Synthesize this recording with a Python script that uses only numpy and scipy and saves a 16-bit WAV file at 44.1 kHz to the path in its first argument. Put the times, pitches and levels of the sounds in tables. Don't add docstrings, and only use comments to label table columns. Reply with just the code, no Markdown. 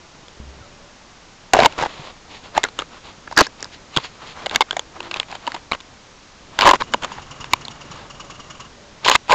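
import sys
import numpy as np
from scipy import signal
from scipy.fft import rfft, irfft
from scipy.io import wavfile
from scipy.ndimage import uniform_filter1d

SR = 44100
rng = np.random.default_rng(int(sys.argv[2]) if len(sys.argv) > 2 else 0)


def generate_wav(sig):
    pcm = np.round(np.clip(np.atleast_2d(sig).T, -1, 1) * 32767).astype(np.int16)
    wavfile.write(sys.argv[1], SR, pcm)


def field_ratio(decibels):
    return 10 ** (np.asarray(decibels, dtype=float) / 20)


N = 411894


def unit(x):
    return x / np.sqrt(np.mean(x ** 2))


def peak(x, db):
    return x * field_ratio(db) / np.abs(x).max()


def band(x, hz, width, order=1):
    edges = [max(hz - width / 2, 5), hz + width / 2]
    return signal.sosfilt(signal.butter(order, edges, "bandpass", fs=SR, output="sos"), x)


def highpass(x, hz, order):
    return signal.sosfilt(signal.butter(order, hz, "highpass", fs=SR, output="sos"), x)


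def glide(hz):
    return np.sin(2 * np.pi * np.cumsum(hz) / SR)


def ring(hz, t60, size):
    t = np.arange(size) / SR
    return np.sin(2 * np.pi * hz * t) * 1000. ** (-t / t60)


def add(out, s, x):
    i = int(s * SR)
    out[i:i + len(x)] += x[:N - i]


def grains(rate, spread_db, tail_s):
    slips = (rng.random(N) < rate / SR) * field_ratio(spread_db * np.minimum(rng.exponential(size=N), 4))
    power = signal.lfilter([1], [1, -np.exp(-1 / (tail_s * SR))], slips ** 2)
    return unit(np.sqrt(power) * rng.standard_normal(N))


# frequency in Hz, level in dB per Hz.
HISS_SPECTRUM = [(14, -11), (30, 9), (42, -18), (308, -29), (435, -4), (1000, -1), (1730, -5), (7200, -9)]


def hiss():
    hz, db = np.transpose(HISS_SPECTRUM)
    colour = field_ratio(np.interp(np.log(np.fft.rfftfreq(N, 1 / SR) + 1), np.log(hz), db))
    return field_ratio(-45) * unit(irfft(rfft(rng.standard_normal(N)) * colour, N))


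# start in seconds, level in dB, frequency in Hz, t60 in
# seconds.
KNOCK_RINGS = [(.399, -33, 67, .6), (.401, -26, 200, .03), (.429, -38, 220, .05), (.4736, -39, 67, .5),
               (.477, -37, 200, .04), (.61, -35, 105, .08), (1.995, -27, 144, .073),
               (2.64, -19, 450, .044), (3.968, -13, 320, .033), (3.972, -14.5, 138, .046),
               (3.412, -11, 420, .03), (3.415, -13, 280, .05), (7.533, -25, 100, .06),
               (1.672, -27, 620, .07), (1.665, -31, 2170, .09), (2.582, -33, 2150, .11)]


def thumps(size=20000):
    out = np.zeros(N)
    for s, db, hz, t60 in KNOCK_RINGS:
        add(out, s, -field_ratio(db) * ring(hz, t60, size))
    return out


# time in seconds, peak level in dB.
MOTOR_STEPS = [(6.831, -40.5), (6.925, -41.5), (7.124, -39.5), (7.223, -42), (7.313, -39), (7.41, -36.5),
               (7.6148, -41.5), (7.712, -40), (7.8144, -40.5), (7.9167, -38), (7.513, -40), (8.105, -40),
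               (8.204, -37), (8.306, -37), (8.401, -40), (8.506, -37), (8.605, -37.5)]
# frequency in Hz, width in Hz, level in dB, lead in seconds, meshing level in dB.
GEAR_BANDS = [(140.3, 20, 3.5, 0.0096, -6), (1130, 210, 6.5, 0.0051, 0.5), (2170, 80, -5.5, -0.00039, -8),
              (2863, 157, 7, -0.0011, -7), (4300, 170, -8, .002, -14), (4800, 204, -4, -0.00054, -19),
              (5630, 240, 0, 0.0035, -22), (6850, 350, 2.5, 0.0024, -10), (4500, 4700, 0, 0.00227, -20)]


def gear_rasps(size=2600):
    drive, t = np.zeros(N), np.arange(size) / SR
    rasp = t / 0.0051 * np.exp(1 - t / 0.0061)
    for s, db in MOTOR_STEPS:
        add(drive, s - .004, field_ratio(db - 10) * rasp)
        add(drive, s + 0.0414, field_ratio(db - 21) * rasp)
    mesh = uniform_filter1d(drive, size=5000)
    out = np.zeros(N)
    for hz, width, db, lead_s, mesh_db in GEAR_BANDS:
        force = np.roll(drive, -int(lead_s * SR)) + field_ratio(mesh_db) * mesh
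        out += field_ratio(db) * force * unit(band(rng.standard_normal(N), hz, width))
    return out


# start in seconds, end in seconds, first and last frequency in Hz, level in dB.
MOTOR_WHINES = [
    (0.419, 1.005, 561, 577, -55.5),
    (.6, 0.664, 1500, 1187, -49),
    (4.93, 5.168, 330, 342, -44.5),
    (6.896, 6.979, 247, 215.3, -41),
    (6.98, 8.6, 137.7, 141.7, -53),
    (7.701, 8.698, 576, 584, -54.5),
    (8.74, 8.93, 590, 579, -53),
]


def whines():
    out = np.zeros(N)
    for start, end, first_hz, last_hz, db in MOTOR_WHINES:
        n = int((end - start) * SR)
        wobble = 1 + 0.028 * unit(uniform_filter1d(rng.standard_normal(n), size=900))
        flutter = 1 + .4 * unit(band(rng.standard_normal(n), 40, 70))
        tone = glide(np.linspace(first_hz, last_hz, n) * wobble)
        add(out, start, field_ratio(db + 2.5) * flutter * signal.windows.tukey(n, .4) * tone)
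    return out


def swells(t, rows, rise_db_per_s, fall_db_per_s):
    total = np.zeros((2, len(t)))
    for start, hold, dull_db, crisp_db in rows:
        before, after = np.clip(start - t, 0, 1), np.clip(t - start - hold, 0, 1)
        total += field_ratio(np.array([[dull_db], [crisp_db]]) - rise_db_per_s * before - fall_db_per_s * after)
    return total


# start in seconds, hold in seconds, dull level in dB, crisp level in dB.
SOFT_BRUSHES = [(1.672, 0.14, -40, -45), (1.885, 0.22, -41, -37), (2.308, 0.067, -45, -34.5),
                (2.444, 0.03, -42.5, -38.5), (2.572, 0.0023, -23.5, -35), (2.653, 0.0057, -33, -52),
                (2.797, 0.015, -34.5, -36), (3.05, 0.056, -44.5, -38.5), (2.924, 0.052, -45, -46),
                (3.32, 0.01, -58, -38), (3.597, 0.051, -47, -41), (3.736, 0.0079, -67, -31.5),
                (3.94, 0.059, -40.5, -33), (4.043, 0.012, -37, -24), (4.22, 0.018, -39.5, -45),
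                (4.268, 0.052, -47, -33.5), (4.369, 0.094, -36.5, -58), (4.547, 0.012, -25, -52),
                (4.685, 0.12, -44.5, -61), (4.963, 0.0053, -39, -60), (5.033, 0.041, -37.5, -41),
                (5.138, 0.075, -37.5, -38.5), (5.299, 0.061, -39.5, -37), (5.426, 0.15, -42, -43),
                (6.945, 0.0095, -42, -50), (4.14, 0.015, -53, -44), (4.512, 0.018, -41, -42),
                (6.542, .04, -45, -44), (7.062, 0.14, -41, -49), (7.315, 0.75, -48.5, -58),
                (7.93, 0.083, -47, -45), (9.037, 0.032, -40, -48), (9.287, 0.0081, -46, -38)]
# start and hold in seconds, dull and crisp level in dB.
HARD_SCRAPES = [(1.543, 0.12, -20.5, -35), (1.783, 0.083, -26, -37.5), (3.375, 0.041, -14, -51),
                (3.42, 0.041, -42, -25), (6.59, 0.07, -25.5, -21.5), (6.654, 0.063, -18, -26),
                (6.736, 0.024, -23.5, -42), (6.805, 0.008, -26, -30.5), (5.718, 0.033, -30.5, -38),
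                (7.023, 0.032, -30.5, -41), (9.05, 0.11, -30.5, -16.5), (9.3, 0.049, -22, -22)]


def brushing(t):
    rest = field_ratio(np.array([[-64.5], [-78.5]]))
    catch_power = uniform_filter1d(grains(400, spread_db=3, tail_s=0.001) ** 2, size=40)
    catches = np.sqrt(catch_power + .6)
    return rest + swells(t, SOFT_BRUSHES, 618, 608) + catches * swells(t, HARD_SCRAPES, 2501, 2501)


# time in seconds, frequency in Hz.
WALL_PITCH = [(1.53, 719), (1.6, 671.4), (1.7, 640), (1.83, 848), (2.58, 808.5), (2.64, 1449), (2.79, 1256),
              (3.28, 806), (3.38, 1615), (3.41, 1001), (3.97, 1092), (4.4, 1080), (4.46, 714.3),
              (4.61, 979.5), (4.71, 1500), (4.73, 746.6), (5.14, 1148), (5.33, 809.5), (5.72, 1070),
              (6.7, 988), (9.1, 1060), (9.32, 992)]


def wall_pitch(s):
    return np.interp(s, *np.transpose(WALL_PITCH))


# time in seconds, level in dB.
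RUMBLE_LEVEL = [(0, -51.5), (.55, -48), (1.1, -51.5), (3.4, -48.5), (4.9, -49.5), (6.3, -51.5),
                (6.8, -44.5), (8.4, -46.5), (9.34, -52.5)]


def bedding():
    t = np.arange(N) / SR
    dull_gain, crisp_gain = brushing(t)
    slips = grains(4300, spread_db=3, tail_s=0.0022)
    wall = unit(band(slips, 160, 320) * glide(uniform_filter1d(wall_pitch(t), size=2500)))
    dull = unit(wall + field_ratio(-4) * unit(band(slips, 1280, 1100)))
    body, top = unit(band(slips, 3060, 3410, order=4)), unit(band(slips, 6860, 1000, order=2))
    crisp = unit(body + field_ratio(-13.5) * top)
    rumble = unit(band(grains(1300, spread_db=3.5, tail_s=0.0059), 120, 270))
    shake = field_ratio(np.interp(t, *np.transpose(RUMBLE_LEVEL)) + 1.5) + field_ratio(-50) * dull_gain
    return field_ratio(0.5) * dull_gain * dull + field_ratio(-8) * crisp_gain * crisp + shake * rumble


# start in seconds, peak in dB, wall and shaving frequency in Hz, rim level in dB.
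CLEAN_SNAPS = [
    (5.7154, -10, 1130, 2250, 0),
    (5.7199, 0.5, 1160, 2260, -3),
    (5.7328, -7.5, 1160, 2950, -21),
]


def snaps(size=1200):
    out, rim = np.zeros(N), ring(3930, 0.0078, size)
    for s, db, wall_hz, chip_hz, rim_db in CLEAN_SNAPS:
        crack = ring(wall_hz, 0.01, size) + ring(chip_hz, 0.011, size) + field_ratio(rim_db) * rim
        add(out, s, -peak(crack, db))
    return out


# time in seconds, wall frequency in Hz,
# shaving frequency in Hz, snap level in dB.
CONTACT_SPOTS = [(1.5368, 777, 2270, -1), (1.5501, 734, 2410, -8), (1.5688, 720, 2400, -12),
                 (1.579, 760, 2800, -9), (1.5928, 668, 2270, -7), (1.604, 710, 2300, -18),
                 (1.6113, 730, 3060, -8), (1.6238, 706, 3080, -5), (1.6349, 640, 2300, -10),
                 (1.6499, 786, 2400, -11), (1.6592, 880, 2070, -2.5), (1.8006, 1010, 2620, -12),
                 (1.8365, 874, 3020, -11), (2.5781, 887, 2940, 2), (2.64, 1440, 2170, 0.5),
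                 (2.7905, 1360, 3100, 0), (3.3787, 1667, 4740, -10), (3.3895, 1650, 4730, -5),
                 (3.4095, 1017, 4400, -14), (3.6276, 1730, 5700, -1), (3.9735, 1650, 3335, -12.5),
                 (4.4655, 710, 2270, -5), (4.5599, 1750, 3520, 1), (4.6096, 910, 2170, -1),
                 (4.6215, 1130, 2150, -19), (4.7101, 1630, 3360, -4.5), (4.7716, 761, 2250, 2),
                 (4.7949, 845, 3500, 1.5), (5.1136, 1180, 2750, -14), (5.1431, 1130, 2600, -15),
                 (5.2007, 1120, 3470, -5.5), (5.4767, 968, 3096, -3), (5.5485, 890, 3055, -4),
                 (3.277, 1650, 4660, -6), (3.314, 800, 4750, -6), (3.3255, 940, 4800, -3),
                 (3.366, 1550, 5250, -8), (3.372, 1600, 5300, -8), (3.4015, 1140, 4740, -8),
                 (3.4145, 628, 4600, -8), (3.4689, 1670, 5260, 1), (3.607, 1700, 5500, -1),
                 (3.645, 1700, 4900, -1), (3.657, 1530, 4800, -6), (5.1703, 1102, 3210, -20),
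                 (5.2315, 800, 2447, -12), (5.3157, 800, 3200, -14), (5.4692, 970, 3100, -14),
                 (5.5203, 1600, 2540, -9),
                 (6.5915, 1278, 2080, -12), (6.611, 1040, 2320, -10), (6.6228, 1079, 2910, -10),
               (6.63, 990, 2700, -14), (6.6407, 1130, 2150, -18), (6.658, 1170, 2550, -7),
               (6.6738, 990, 1980, -6), (6.691, 1010, 2160, -9), (6.7022, 990, 2100, -14),
               (6.7121, 1017, 3320, -2.5), (6.7373, 995, 3440, -7), (6.8223, 960, 2120, -22),
               (6.9382, 1090, 2120, -2.5), (7.047, 1181, 3646, 0), (7.5361, 1030, 2155, -4),
               (9.0617, 1060, 2926, -10), (9.084, 1077, 1910, -2), (9.0987, 1060, 4140, 5),
               (9.114, 1160, 3018, -6), (9.125, 1060, 3000, -10), (9.154, 1190, 2190, -7),
               (9.3011, 1035, 2840, -16), (9.3207, 910, 2380, -7), (9.3295, 1035, 2210, -11),
               (9.3382, 958, 2170, -8)]


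def spot(s, kind_hz):
    for spot_s, *own in CONTACT_SPOTS:
        if abs(spot_s - s) < .004:
            return own
    return wall_pitch(s), kind_hz * (1 + 0.026 * rng.standard_normal()), -4.5


# frequency in Hz, level in dB, t60 in seconds.
CASE_MODES = [(614, -8, .02), (1000, -2, .018), (1630, -5, .015), (2190, -3, .015), (2900, -5, .012),
              (3830, -4, .009), (5120, -6, .008), (6700, -10, .006)]


def case_modes(chance, size):
    return [field_ratio(db + 3 * a) * ring(hz * (1 + .04 * b), t60, size)
            for (hz, db, t60), a, b in zip(CASE_MODES, *chance)]


def strike(s, wall_db, crackle_db, contact_ms, kind_hz, jolt_db, size=1600):
    t = np.arange(size) / SR
    chance, grit = rng.standard_normal((2, len(CASE_MODES))), rng.standard_normal((3, size))
    wall_hz, chip_hz, snap_db = spot(s, kind_hz)
    rise = 0.00034 * contact_ms
    force = (t / rise * np.exp(1 - t / rise)) ** 2
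    modes = case_modes(chance, size)
    wall = ring(wall_hz, 0.0099, size) + field_ratio(-8.5) * sum(modes[:3])
    chip = ring(chip_hz, 0.0046, size) + field_ratio(-9) * sum(modes[2:])

    chatter = force * (grit[0] + field_ratio(-20.5) * 2 * np.sin(2 * np.pi * wall_hz * t))
    dull = band(signal.fftconvolve(wall, chatter)[:size], 1857, 2790)
    scuff = band(force * grit[0], 1080, 1360, order=2)
    dull = peak(dull, 0) + peak(scuff, np.clip(-.8 * wall_db, 0, 20) - 18)

    body = ring(318 * (1 + 0.33 * chance[1, 0]), 0.046, size)
    jolt = signal.fftconvolve(body, force * grit[2])[:size]

    sing = field_ratio(-20) * 2 * np.sin(2 * np.pi * chip_hz * t)
    spikes = force * (grit[1] * np.abs(grit[2]) + sing)
    crisp = peak(signal.fftconvolve(chip, spikes)[:size], 0)
    crisp = crisp + peak(band(spikes, 1900 + 0.51 * chip_hz, 2710, order=2), 0.3)
    if chip_hz > 4300:
        crisp = peak(highpass(crisp, 4000, 3), 3) + peak(band(spikes, 5100, 1800), -2.5)
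    else:
        crisp = crisp - .6 * band(crisp, 5620, 1150)
    crisp = crisp + peak(band(spikes, 6990, 1500), snap_db)

    blow = peak(dull, wall_db - .3) + peak(jolt, wall_db + jolt_db) + peak(crisp, crackle_db + 1)
    return s - 1.3 * rise - .0004, blow


# time of the peak in seconds, wall
# level in dB, crackle level in dB, contact time in ms.
CHIP_BLOWS = [(1.537, 6.5, 3.5, 6.6), (1.558, -6, -39, 5.9), (1.5695, -4, -28, 6.8), (1.58, -21, -13, 3.4),
              (1.5914, 11, -19, 6), (1.6034, -3.5, -4, 2.7), (1.6106, -1.5, -22, 3.6),
              (1.6352, -4.5, -7, 3.7), (1.649, 0, -6, 3.25), (1.6599, 11, 8.5, 4.1),
              (1.8271, -6.5, -19, 6.9), (2.579, 4, -5.5, 5.25), (2.6398, -12.5, -1, 4.3),
              (2.8217, -15.5, -21.5, 3), (3.277, -21, -40, 7.8), (3.3269, -18.5, -28, 6.5),
              (3.4689, -17, -20.5, 7.6), (3.656, -26, -35, 6), (3.983, -12, -22, 8),
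              (4.4622, -20, -11.5, 4.5), (4.5129, -19, -19.5, 4.9), (4.6089, 3, 1, 3.94),
              (4.769, -12.5, -12, 5.5), (5.5199, -27, -14.5, 1.37), (6.5906, -4, 1.5, 2.56),
              (6.6912, 6, 4, 3.6), (6.7014, -2, -6, 2.96), (6.7121, 13.5, 4, 3.5), (6.7364, 3, -8.5, 6.2),
              (9.3382, -1, -41, 3.81)]
CURL_BLOWS = [(1.549, -1, -16, 2.3), (1.725, -39, -23.5, 2.3), (1.7893, -12, -29, 2.7),
              (1.7988, -11, -26, 1.86), (1.818, -13, -20, 1.6), (4.622, -9, -10, 6.9),
              (5.2316, -27, -21, 4.8), (5.3283, -20, -25, 7.5), (5.8095, -37, -27, 1.8),
              (7.185, -22.5, -40, 4.7), (5.7503, -20, -26, 3.7), (6.599, -13, -20, 1.77),
              (6.6114, -15, 0, 4), (6.6304, -4.5, -8.5, 3.7), (6.6402, -6, -20, 7.1), (6.6575, 2, -25, 4),
              (6.666, 7, -19, 6.7), (6.7455, -9.5, -16, 4.35), (6.821, -6.5, -15.5, 2.63),
              (6.9384, -9.5, -4.5, 3.6), (7.5356, 0, 10, 2.8), (9.0633, -17, -8, 4.2), (9.1154, -5, 1.5, 5),
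              (9.1243, -7, -9, 2.1), (9.1551, -12, 5.5, 4.6), (9.289, -22, -24, 5.3),
              (9.3092, -3, -6.5, 4.6), (9.3146, -1.5, -5, 3.02), (9.3218, -6, -1.5, 5.8),
              (9.3292, 2, -32, 4.8),
              (1.642, -11, -17, 3.7), (1.654, -8, -9, 2.4), (1.666, -10, -18, 3.7),
                  (2.568, -12, -24, 7.4), (3.392, -12, -12, 3.5), (3.414, 2, -14, 4), (6.679, 1, -4, 4.2),
                  (6.696, -3, -9, 3.25), (7.528, -38, -21.5, 2.84), (7.566, -32, -26, 1.8),
                  (9.0663, -7.5, -13, 3.9), (9.089, -11, -2, 3.3), (9.148, -25, -8, 3.2),
                  (9.1595, -8, -1, 2.45), (9.2831, -30, -26, 4.6), (9.2975, -4.5, -23, 3.24),
                  (9.3249, -19, 0, 2.1), (9.3345, -9, -9, 2.76)]
FLAKE_BLOWS = [(.284, -56, -26, 2.4), (1.623, -1, -10, 1.8), (1.8371, -6.5, -25, 7.3),
               (2.791, -12, -8, 5.9), (5.0056, -18, -17.5, 3.8), (5.1145, -23, -13, 7.5),
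               (5.1425, -32, -9.5, 3.4), (5.1624, -18.5, -22, 3.8), (5.354, -22, -22.5, 7.1),
               (5.4692, -32, -14.5, 2.2), (5.4779, -11, -17, 8), (5.5481, -15.5, -17.5, 12.4),
               (5.5652, -22.5, -31, 5.7), (7.024, -33, -23, 3), (6.6209, -7, -6, 5.64),
               (6.6829, 0, -6, 2.7), (6.7565, -21, -33, 4.1), (6.8147, -16, -30, 7.3),
               (6.944, -4, -11.5, 2.95), (7.036, -24, -16.5, 9.3), (7.1195, -18.5, -29, 4.1),
               (9.0789, -14, -2.5, 3), (9.0843, 0, 5.5, 3.9), (9.3, -12, -32, 3.2)]
SLIVER_BLOWS = [(1.861, -12.5, -35, 6.3), (2.6344, -28, -9, 2.4), (4.274, -35, -26, 2.7),
                (3.966, -12.5, -6, 5.7), (3.9732, -11.5, 1, 4.4), (4.4968, -39, -15, 1.4),
                (4.5495, -29, -12, 4.6), (4.6159, -48, -5, 3.6), (4.7102, -13, -6, 2.4),
                (4.7302, -17.5, -24, 2.6), (4.7948, -14, -5.5, 2.4), (5.17, -48, -13.5, 9.6),
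                (5.2003, -16, -5, 3.3), (5.3157, -38, -17, 1), (5.805, -34, -27, 4.4),
                (6.6748, 12.5, 3, 3.7), (6.766, -37, -25, 3), (7.047, -13.5, -14.5, 5),
                (7.4441, -21.5, -19.5, 2.6), (7.683, -25, -14, 1.04), (9.049, -37, -12, 5.6),
                (9.0983, 1.5, 5.5, 2.34), (9.1076, -10, -28, 7.7), (9.133, -22, -30, 3.4),
                (9.1392, -25, -13, 12), (9.1531, 6.5, -5, 1.9)]
CLAW_BLOWS = [(2.5531, -21.5, -29, 10.6), (2.6509, -10.5, -20, 11.7), (2.688, -24, -28, 7.2),
              (3.3665, -20, -16, 4.2), (3.3778, 5, 7.5, 4.3), (3.3896, 4.5, -2, 5.5),
              (3.4015, -12, -8, 6.3), (3.409, 8, 7.5, 2.7), (3.607, -44, -23, 1.5), (3.6278, -18, -12, 1.5),
              (3.645, -27, -16.5, 1.5), (4.5602, -8, 5, 2.55), (7.653, -45, -20.5, 5.3)]
STRAY_SLIVERS = [(1.7165, -34, -36, 1.7), (2.799, -24, -17.5, 3.3), (3.314, -20.5, -34, 5.1),
                 (3.372, -18, -24, 2.3), (3.987, -30, -22, 1.8), (4.4668, -11.5, -11.5, 3),
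                 (4.726, -39, -26, 1.3), (5.03, -40, -26, 2), (5.048, -42, -29, 2), (5.153, -24, -31, 1.8),
                 (9.0615, -9, -15, 2.4)]
BODY_JOLTS = [-26.5, -33, -15, -35, -17]


def ticks():
    tables = [CHIP_BLOWS, CURL_BLOWS, FLAKE_BLOWS, SLIVER_BLOWS, CLAW_BLOWS, STRAY_SLIVERS]
    pitches = [1920, 2600, 3165, 3470, 4120, 3470]
    out = np.zeros(N)
    for table, kind_hz, jolt_db in zip(tables, pitches, [*BODY_JOLTS, -25]):
        for row in table:
            add(out, *strike(*row, kind_hz, jolt_db))
    return highpass(out, 270, 2)


def scene():
    return (hiss() + thumps() + gear_rasps() + whines() + bedding() + snaps() + ticks())[None]


def band_limit(x):
    return signal.sosfilt(signal.butter(12, 16820, fs=SR, output="sos"), x)


def record(dry):
    limit = .715
    narrow = signal.sosfilt(signal.butter(6, 7500, fs=SR, output="sos"), dry)
    coarse = np.clip(signal.resample_poly(narrow, 160, 441, axis=1), -limit, limit)
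    smoother = signal.firwin(441 * 34 + 1, 1 / 441, window=("kaiser", 9))
    fine = signal.resample_poly(coarse, 441, 160, axis=1, window=smoother)[:, :N]
    lowpass = signal.firwin(121, 15900, window=("kaiser", 2), fs=SR)[None]
    flat = signal.oaconvolve(np.clip(fine, -limit, limit), lowpass, mode="same")
    return band_limit(flat)


dry = scene()
out = record(dry)
generate_wav(out)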